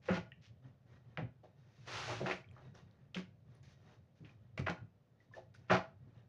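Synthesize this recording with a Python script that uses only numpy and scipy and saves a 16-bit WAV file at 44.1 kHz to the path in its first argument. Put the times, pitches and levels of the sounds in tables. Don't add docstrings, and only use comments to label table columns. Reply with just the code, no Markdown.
import sys
import numpy as np
from scipy import signal
from scipy.io import wavfile

SR = 44100
rng = np.random.default_rng(int(sys.argv[2]) if len(sys.argv) > 2 else 0)


def bounce(signal):
    frames = np.transpose(np.atleast_2d(signal))
    limited = np.clip(frames, -1, 1)
    pcm = np.round(limited * 32767).astype(np.int16)
    wavfile.write(sys.argv[1], SR, pcm)


N = 277256

# freq_hz, level_db
HUM_TONE = [(20, -29.5), (45, -24.5), (70, -6), (100, 5.5), (125, 7.5), (160, -1), (220, -9), (300, -20.5),
            (600, -21.5), (1000, -36.5), (2500, -42), (6000, -49), (8500, -58), (15500, -56)]
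# time_s, level_db
DRONE_LEVELS = [(0, -61.5), (.5, -63), (.78, -69.5), (.95, -62.5), (1.5, -68.5), (1.78, -66.5), (1.95, -60),
                (2.45, -65.5), (2.65, -60), (2.95, -63.5), (3.8, -63.5), (4.1, -67.5), (4.5, -63),
                (4.85, -62), (5.08, -74), (5.38, -65.5), (6.1, -61), (6.28, -68.5)]
# start_s, rise_s, hold_s, slosh_db, fizz_db
SQUEEZES = [(0.615, 0.048, .01, -68, -83), (0.853, 0.07, .04, -68.5, -80), (1.032, 0.075, .06, -74.5, -88),
            (1.432, .008, .01, -68.5, -79), (1.546, 0.047, .1, -79, -84.5), (1.656, 0.23, .08, -73, -70.5),
            (2.471, 0.12, .09, -66.5, -80), (2.738, 0.014, .04, -63, -70), (2.83, 0.044, .18, -80, -95),
            (3.446, 0.11, .01, -73, -80), (3.628, .003, .1, -76.5, -71), (3.771, 0.14, .03, -67, -75),
            (4.15, 0.019, .03, -84, -81.5), (4.223, 0.062, .02, -69, -76.5), (4.4, 0.025, .05, -85, -98.5),
            (5.184, 0.026, .03, -87, -84.5), (5.318, 0.038, 0.026, -63, -69.5),
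            (5.539, 0.0031, .004, -77, -66), (5.58, .02, .07, -78, -92), (6.004, 0.045, .1, -80.5, -97.5),
            (6.135, .03, .04, -72, -87)]
# freq_hz, level_db
SLOSH_TONE = [(150, -1), (400, 4), (700, 0), (1100, -5.5), (1900, -9.5), (3000, -20), (6000, -32.5),
              (12000, -58)]
# freq_hz, level_db
FIZZ_TONE = [(800, -18.5), (2000, 7.5), (3000, 2), (4500, 3), (6300, 1), (8000, -21.5), (10000, -18),
             (14000, -34.5)]
# pitch_hz, level_db, fade_s
SPOON_NOTES = [(1907, 3.5, 0.16), (3170, -1, .1), (3780, 2.5, 0.2)]
# start_s, level_db, pitch_hz, fade_s
PINGS = [(0.085, -27.5, 494, 0.08), (0.115, -54.5, 6700, .008), (0.319, -47.5, 2910, 0.014),
         (0.3194, -47, 1900, .035), (2.271, -66, 9900, .008), (2.318, -64.5, 9900, .009),
         (2.4434, -48.5, 2280, 0.012), (2.4883, -59.5, 3200, 0.021), (2.5122, -51, 2424, 0.0075),
         (2.513, -66, 7200, 0.0046), (2.519, -71, 9900, .005), (2.5646, -48.5, 1200, 0.023),
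         (2.7517, -49, 1530, 0.0065), (2.752, -51.5, 5700, .006), (2.9118, -51, 4000, 0.0019),
         (3.185, -62.5, 9200, 0.0076), (3.552, -65, 9600, 0.0065), (3.63, -59.5, 6640, 0.0045),
         (4.2936, -51.5, 2460, 0.018), (4.578, -73, 10600, .03), (4.698, -64, 9950, .003),
         (5.203, -62.5, 1960, 0.054), (5.314, -60.5, 1040, 0.056), (5.3375, -46.5, 1745, .055),
         (5.549, -61.5, 8960, 0.0036), (5.549, -49, 1490, 0.019)]
# start_s, rise_s, hold_s, level_db, pitch_hz, width_octaves
SCRAPES_AND_FIZZ = [(0.014, 0.089, 0.033, -55, 3460, 1.35), (.081, 0.0086, .01, -36.5, 520, 0.41),
                    (0.087, .002, 0.037, -41, 1490, 0.6), (0.123, 0.017, 0.027, -41.5, 1830, 1.37),
                    (0.41, 0.023, 0.035, -66, 4020, 0.78), (1.177, .002, .02, -48, 560, 0.76),
                    (1.18, .004, 0.021, -51.5, 1640, .74), (1.432, 0.0018, 0.012, -59, 580, 0.44),
                    (1.872, .006, 0.022, -56.5, 2000, 3.6), (2.074, 0.0082, 0.05, -46, 655, 0.95),
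                    (2.199, 0.0029, 0.11, -49, 417, .94), (2.259, .003, 0.058, -40, 1200, 1.53),
                    (2.563, 0.0033, .026, -63, 1220, 0.45), (3.144, .001, 0.0065, -50, 4260, 1.2),
                    (3.15, 0.0015, 0.0057, -49.5, 527, 0.25), (3.167, 0.0055, 0.015, -49, 3200, 1.03),
                    (4.244, 0.0044, 0.013, -64, 2460, 0.57), (4.574, .003, .013, -45, 1100, 3.9),
                    (4.662, 0.0033, 0.03, -38.5, 1030, 1.2), (5.366, .004, 0.013, -53.5, 554, 0.52),
                    (5.675, 0.02, 0.0035, -60, 2230, 1.2), (5.696, 0.004, 0.0072, -32.5, 1480, .7),
                    (5.702, 0.0053, 0.031, -27.5, 940, 0.97), (5.703, 0.0091, 0.046, -40, 3150, 0.84),
                    (5.736, 0.012, 0.013, -33, 950, 0.8)]
# freq_hz, level_db
TOUCH_TONE = [(30, -31), (60, -22), (200, -4.5), (400, 10), (1400, 4), (2700, 1.5), (3600, -5),
              (6000, -8.5), (7000, -16), (8200, -28), (10000, -27.5), (12500, -44), (16000, -30)]
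# pitch_hz, level_db, fade_s
BOWL_NOTES = [(371, 5.5, 0.14), (530, -7.5, 0.19), (639, -7, 0.24), (664.6, 1.5, 0.18), (813, -2, 0.034),
              (851, -2, 0.12), (872, -1.5, 0.086), (1166, -17, 0.12), (1172, -8, .14), (1440, 0.5, 0.13),
              (1576, -7.5, 0.062), (1900, -5, 0.04), (2026, -6, 0.21), (2223, -12.5, 0.17),
              (2610, -6, 0.11), (4550, -11, 0.11)]
# start_s, level_db, pitch_hz, width_octaves, ring_db
SPOON_HITS = [(0.0864, -30.5, 1450, .7, -15), (0.093, -34, 372, 0.23, -6), (0.1756, -36.5, 1800, 1.8, 16.5),
              (0.3189, -46.5, 2400, 0.27, -11), (1.174, -27.5, 1906, 0.61, -15),
              (2.213, -32.5, 544, 0.36, -13), (2.2607, -31, 1500, 0.28, -19),
              (2.312, -25.5, 2180, 0.2, -29), (2.3193, -28, 2390, 0.37, -14),
              (3.1466, -31.5, 3030, 0.23, -16), (3.1676, -30.5, 1840, .55, -24.5),
              (4.5777, -42, 2940, 0.78, -19), (4.579, -32, 2070, 0.36, -22),
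              (4.6668, -29.5, 2040, 0.37, -10), (4.6693, -27.5, 1870, 0.62, 8.5),
              (4.684, -24.5, 1100, 0.67, -3.5), (4.699, -29, 3160, 1.4, -3.5),
              (5.551, -55.5, 4000, 0.87, -10), (5.7037, -24, 1460, 0.36, 10),
              (5.712, -17.5, 1244, 0.51, 4.5), (5.714, -24, 644, 0.18, 3)]
# start_s, level_db, pitch_hz, hold_s
BOWL_BUMPS = [(.098, -31, 185.7, 0.022), (.1, -48.5, 108, 0.096), (.148, -41, 171, 0.022),
              (0.637, -51, 129, 0.025), (1.175, -41, 154.3, 0.035), (1.216, -40, 120.6, 0.023),
              (2.095, -46.5, 115.5, 0.086), (2.208, -40, 136, 0.026), (2.23, -42.5, 188.7, 0.028),
              (2.32, -53, 186.4, 0.026), (3.159, -39, 183.9, 0.023), (4.203, -50.5, 148.6, 0.038),
              (4.587, -35, 135.5, 0.014), (4.593, -42, 92.5, 0.042), (4.688, -40.5, 175, 0.023),
              (4.813, -44, 110.7, 0.0055), (5.697, -31.5, 181.9, 0.041), (5.707, -37.5, 121, 0.035),
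              (6.065, -50, 117.4, 0.012)]
# time_s, level_db
STROKE_LEVELS = [(1.7, -94), (1.855, -70.5), (1.879, -49.5), (1.97, -41.5), (2.06, -45.5), (2.111, -43),
                 (2.23, -55), (2.34, -52), (2.42, -72)]
# freq_hz, level_db
SWISH_TONE = [(40, -21), (100, 6.5), (250, -12), (400, -2), (600, -3), (900, 0), (1400, 0), (2500, -3),
              (4000, -7), (6200, -11), (7200, -20.5), (8200, -30.5), (10000, -31), (12500, -49),
              (15500, -48.5)]
# freq_hz, fade_s
ECHO_FADES = [(120, 0.3), (500, 0.27), (1500, 0.26), (5000, 0.24), (10000, 0.24)]

FREQS_HZ = np.fft.rfftfreq(4096, 1 / SR)


def gain_of(db):
    return 10 ** (np.asarray(db) / 20)


def unit_level(x):
    return x / np.sqrt(np.mean(x ** 2) + 1e-20)


def look_up(table, hz):
    freqs, values = np.transpose(table)
    return np.interp(np.log(hz + 1), np.log(freqs), values)


def add(mix, start_s, sound):
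    part = mix[round(start_s * SR):][:len(sound)]
    part += sound[:len(part)]


def sharp_click(tone_db):
    log_gain = np.log(gain_of(np.maximum(tone_db, tone_db.max() - 90)))
    mirrored = np.concatenate([log_gain, log_gain[-2:0:-1]])
    spectrum = np.exp(np.conj(signal.hilbert(mirrored)))
    return np.fft.ifft(spectrum).real[:len(FREQS_HZ)]


def with_tone(x, tone):
    return unit_level(signal.oaconvolve(x, sharp_click(look_up(tone, FREQS_HZ)))[:N])


def crackle(length, per_s, spread_db):
    size = gain_of(spread_db * np.minimum(rng.exponential(1, length), 4))
    return unit_level(size * rng.choice([-1, 1], length) * (rng.random(length) < per_s / SR))


def push(t, rise_s, hold_s, fade_s):
    build = np.minimum(t / max(rise_s, 1e-3), 1)
    return build * gain_of(-60 * np.maximum(t - rise_s - hold_s, 0) / fade_s)


def ringing(notes, detune=0.003):
    t = np.arange(SR // 4) / SR
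    ring = np.zeros(len(t))
    for hz, db, fade_s in notes:
        shifted_hz = hz * (1 + detune * rng.standard_normal())
        ring += gain_of(db - 60 * t / fade_s) * np.sin(2 * np.pi * shifted_hz * t)
    return ring / np.linalg.norm(ring)


def hum(drone_db=1.0, air_db=-60, waver_db=2.8, split_hz=280):
    t = np.arange(N) / SR
    waves = [np.sin(2 * np.pi * (hz * t + rng.random())) for hz in np.geomspace(4, 10, num=16)]
    level_db = drone_db + np.interp(t, *np.transpose(DRONE_LEVELS)) + waver_db * unit_level(sum(waves))
    noise = with_tone(rng.standard_normal(N), HUM_TONE)
    low = signal.sosfiltfilt(signal.butter(2, split_hz, fs=SR, output="sos"), noise)
    return gain_of(air_db) * (noise - low) + gain_of(level_db) * unit_level(low)


def bubbles(per_s=500, fade_cycles=8, spread_db=1.5, low_hz=1100, high_hz=4200):
    out, t = np.zeros(N), np.arange(SR // 25) / SR
    pitches = np.geomspace(low_hz, high_hz, num=24)
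    for hz in pitches:
        ring = np.sin(2 * np.pi * hz * t) * np.exp(-t * hz / fade_cycles) * (1 - np.exp(-t * hz))
        out += signal.oaconvolve(crackle(N, per_s / len(pitches), spread_db), ring)[:N]
    return unit_level(out)


def marinade(slosh_db=-3, fizz_db=-3, bubble_db=-12, spoon_db=-17):
    t = np.arange(SR) / SR
    slosh_level, fizz_level = np.full(N, gain_of(-82.5)), np.full(N, gain_of(-99))
    for start_s, rise_s, hold_s, wet_db, bright_db in SQUEEZES:
        squeeze = push(t, rise_s, hold_s, fade_s=0.19)
        add(slosh_level, start_s, gain_of(wet_db) * squeeze)
        add(fizz_level, start_s, gain_of(bright_db) * squeeze)
    slosh = with_tone(crackle(N, per_s=2200, spread_db=2.0), SLOSH_TONE)
    fizz = with_tone(crackle(N, per_s=2000, spread_db=0.6), FIZZ_TONE)
    out = gain_of(slosh_db) * slosh_level * slosh + gain_of(fizz_db) * fizz_level * fizz
    out += gain_of(bubble_db) * np.maximum(slosh_level, fizz_level) * bubbles()
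    return out + gain_of(spoon_db) * signal.fftconvolve(out, ringing(SPOON_NOTES))[:N]


def pitched_click(hz, octaves, max_cut_db=32):
    distance = np.log2((FREQS_HZ + 1) / hz) / octaves
    cut_db = max_cut_db * np.tanh(3.57 * distance ** 2 / max_cut_db)
    return sharp_click(look_up(TOUCH_TONE, FREQS_HZ) - cut_db)


def scrapes_and_fizz(ring_db=-15, gain_db=-2):
    out, t = np.zeros(N), np.arange(SR // 4) / SR
    for start_s, rise_s, hold_s, db, hz, octaves in SCRAPES_AND_FIZZ:
        clicks = crackle(len(t), per_s=3000, spread_db=3.5)
        rasp = unit_level(signal.fftconvolve(clicks, pitched_click(hz, octaves))[:len(t)])
        burst = gain_of(db + gain_db) * rasp * push(t, rise_s, hold_s, fade_s=0.13)
        add(out, start_s, burst)
        add(out, start_s, gain_of(ring_db) * signal.fftconvolve(burst, ringing(BOWL_NOTES)))
    return out


def pings():
    out, t = np.zeros(N), np.arange(SR // 10) / SR
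    for start_s, db, hz, fade_s in PINGS:
        level = gain_of(db - 60 * t / fade_s) * (1 - np.exp(-t * hz))
        add(out, start_s, level * np.sin(2 * np.pi * hz * t))
    return out


def knocks(bowl_db=-15, tick_db=-1, chatter_db=-3, chatter_fade_s=0.071):
    out, t = np.zeros(N), np.arange(SR // 25) / SR
    for start_s, db, hz, octaves, ring_db in SPOON_HITS:
        touch = pitched_click(hz, octaves)
        tick = gain_of(db) * touch / abs(touch).max()
        bounces = rng.standard_normal(len(t)) * gain_of(-60 * t / chatter_fade_s)
        chatter = signal.fftconvolve(tick, bounces)
        chatter *= np.linalg.norm(tick) / np.linalg.norm(chatter)
        add(out, start_s, gain_of(tick_db) * tick)
        add(out, start_s, gain_of(chatter_db) * chatter)
        add(out, start_s, gain_of(ring_db + bowl_db) * signal.fftconvolve(tick, ringing(BOWL_NOTES)))
    return out


def thumps(overtone_db=-15, overtone_ratio=2.05, rattle_gain=0.27, counter_hz=88, counter_db=-17):
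    out, t = np.zeros(N), np.arange(SR // 4) / SR
    for start_s, db, hz, hold_s in BOWL_BUMPS:
        near_pitch = signal.butter(2, [hz / 2, hz * 2], "band", fs=SR, output="sos")
        rattle = unit_level(signal.sosfilt(near_pitch, rng.standard_normal(len(t))))
        boom = np.sin(2 * np.pi * hz * t) + rattle_gain * rattle
        boom += gain_of(overtone_db) * np.sin(2 * np.pi * hz * overtone_ratio * t)
        boom += gain_of(counter_db) * np.sin(2 * np.pi * counter_hz * t)
        add(out, start_s, gain_of(db) * boom * push(t, rise_s=0.01, hold_s=hold_s, fade_s=0.14))
    return out


def swish(gain_db=-2):
    stroke_db = np.interp(np.arange(N) / SR, *np.transpose(STROKE_LEVELS), left=-140, right=-140)
    return gain_of(gain_db + stroke_db) * with_tone(crackle(N, per_s=10000, spread_db=2.5), SWISH_TONE)


def kitchen_echo(x, first_s=0.0041, build_s=0.0055):
    t = np.arange(SR // 2) / SR
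    echoes = rng.choice([-1, 1], len(t)) * (rng.random(len(t)) < 4000 / SR)
    build = np.clip((t - first_s) / build_s, 0, 1)
    hz, age_s, bands = signal.stft(echoes * build, SR, nperseg=256)
    fade = gain_of(-60 * age_s / look_up(ECHO_FADES, hz)[:, None])
    tail = signal.istft(bands * fade, SR, nperseg=256)[1]
    return signal.fftconvolve(x, tail / np.linalg.norm(tail))[:N]


def scene():
    ticks = knocks()
    rasps = scrapes_and_fizz() + swish()
    booms = thumps()
    soft = marinade() + pings()
    to_walls = gain_of(-8) * ticks + gain_of(-9) * rasps + gain_of(-10.5) * soft + gain_of(-12.5) * booms
    return (ticks + rasps + soft + booms + kitchen_echo(to_walls) + hum())[None]


def record(dry):
    treble_cut = signal.firwin(511, 15500, window=("kaiser", 9), fs=SR)
    return signal.oaconvolve(dry, treble_cut[None], "same")


dry = scene()
out = record(dry)
bounce(out)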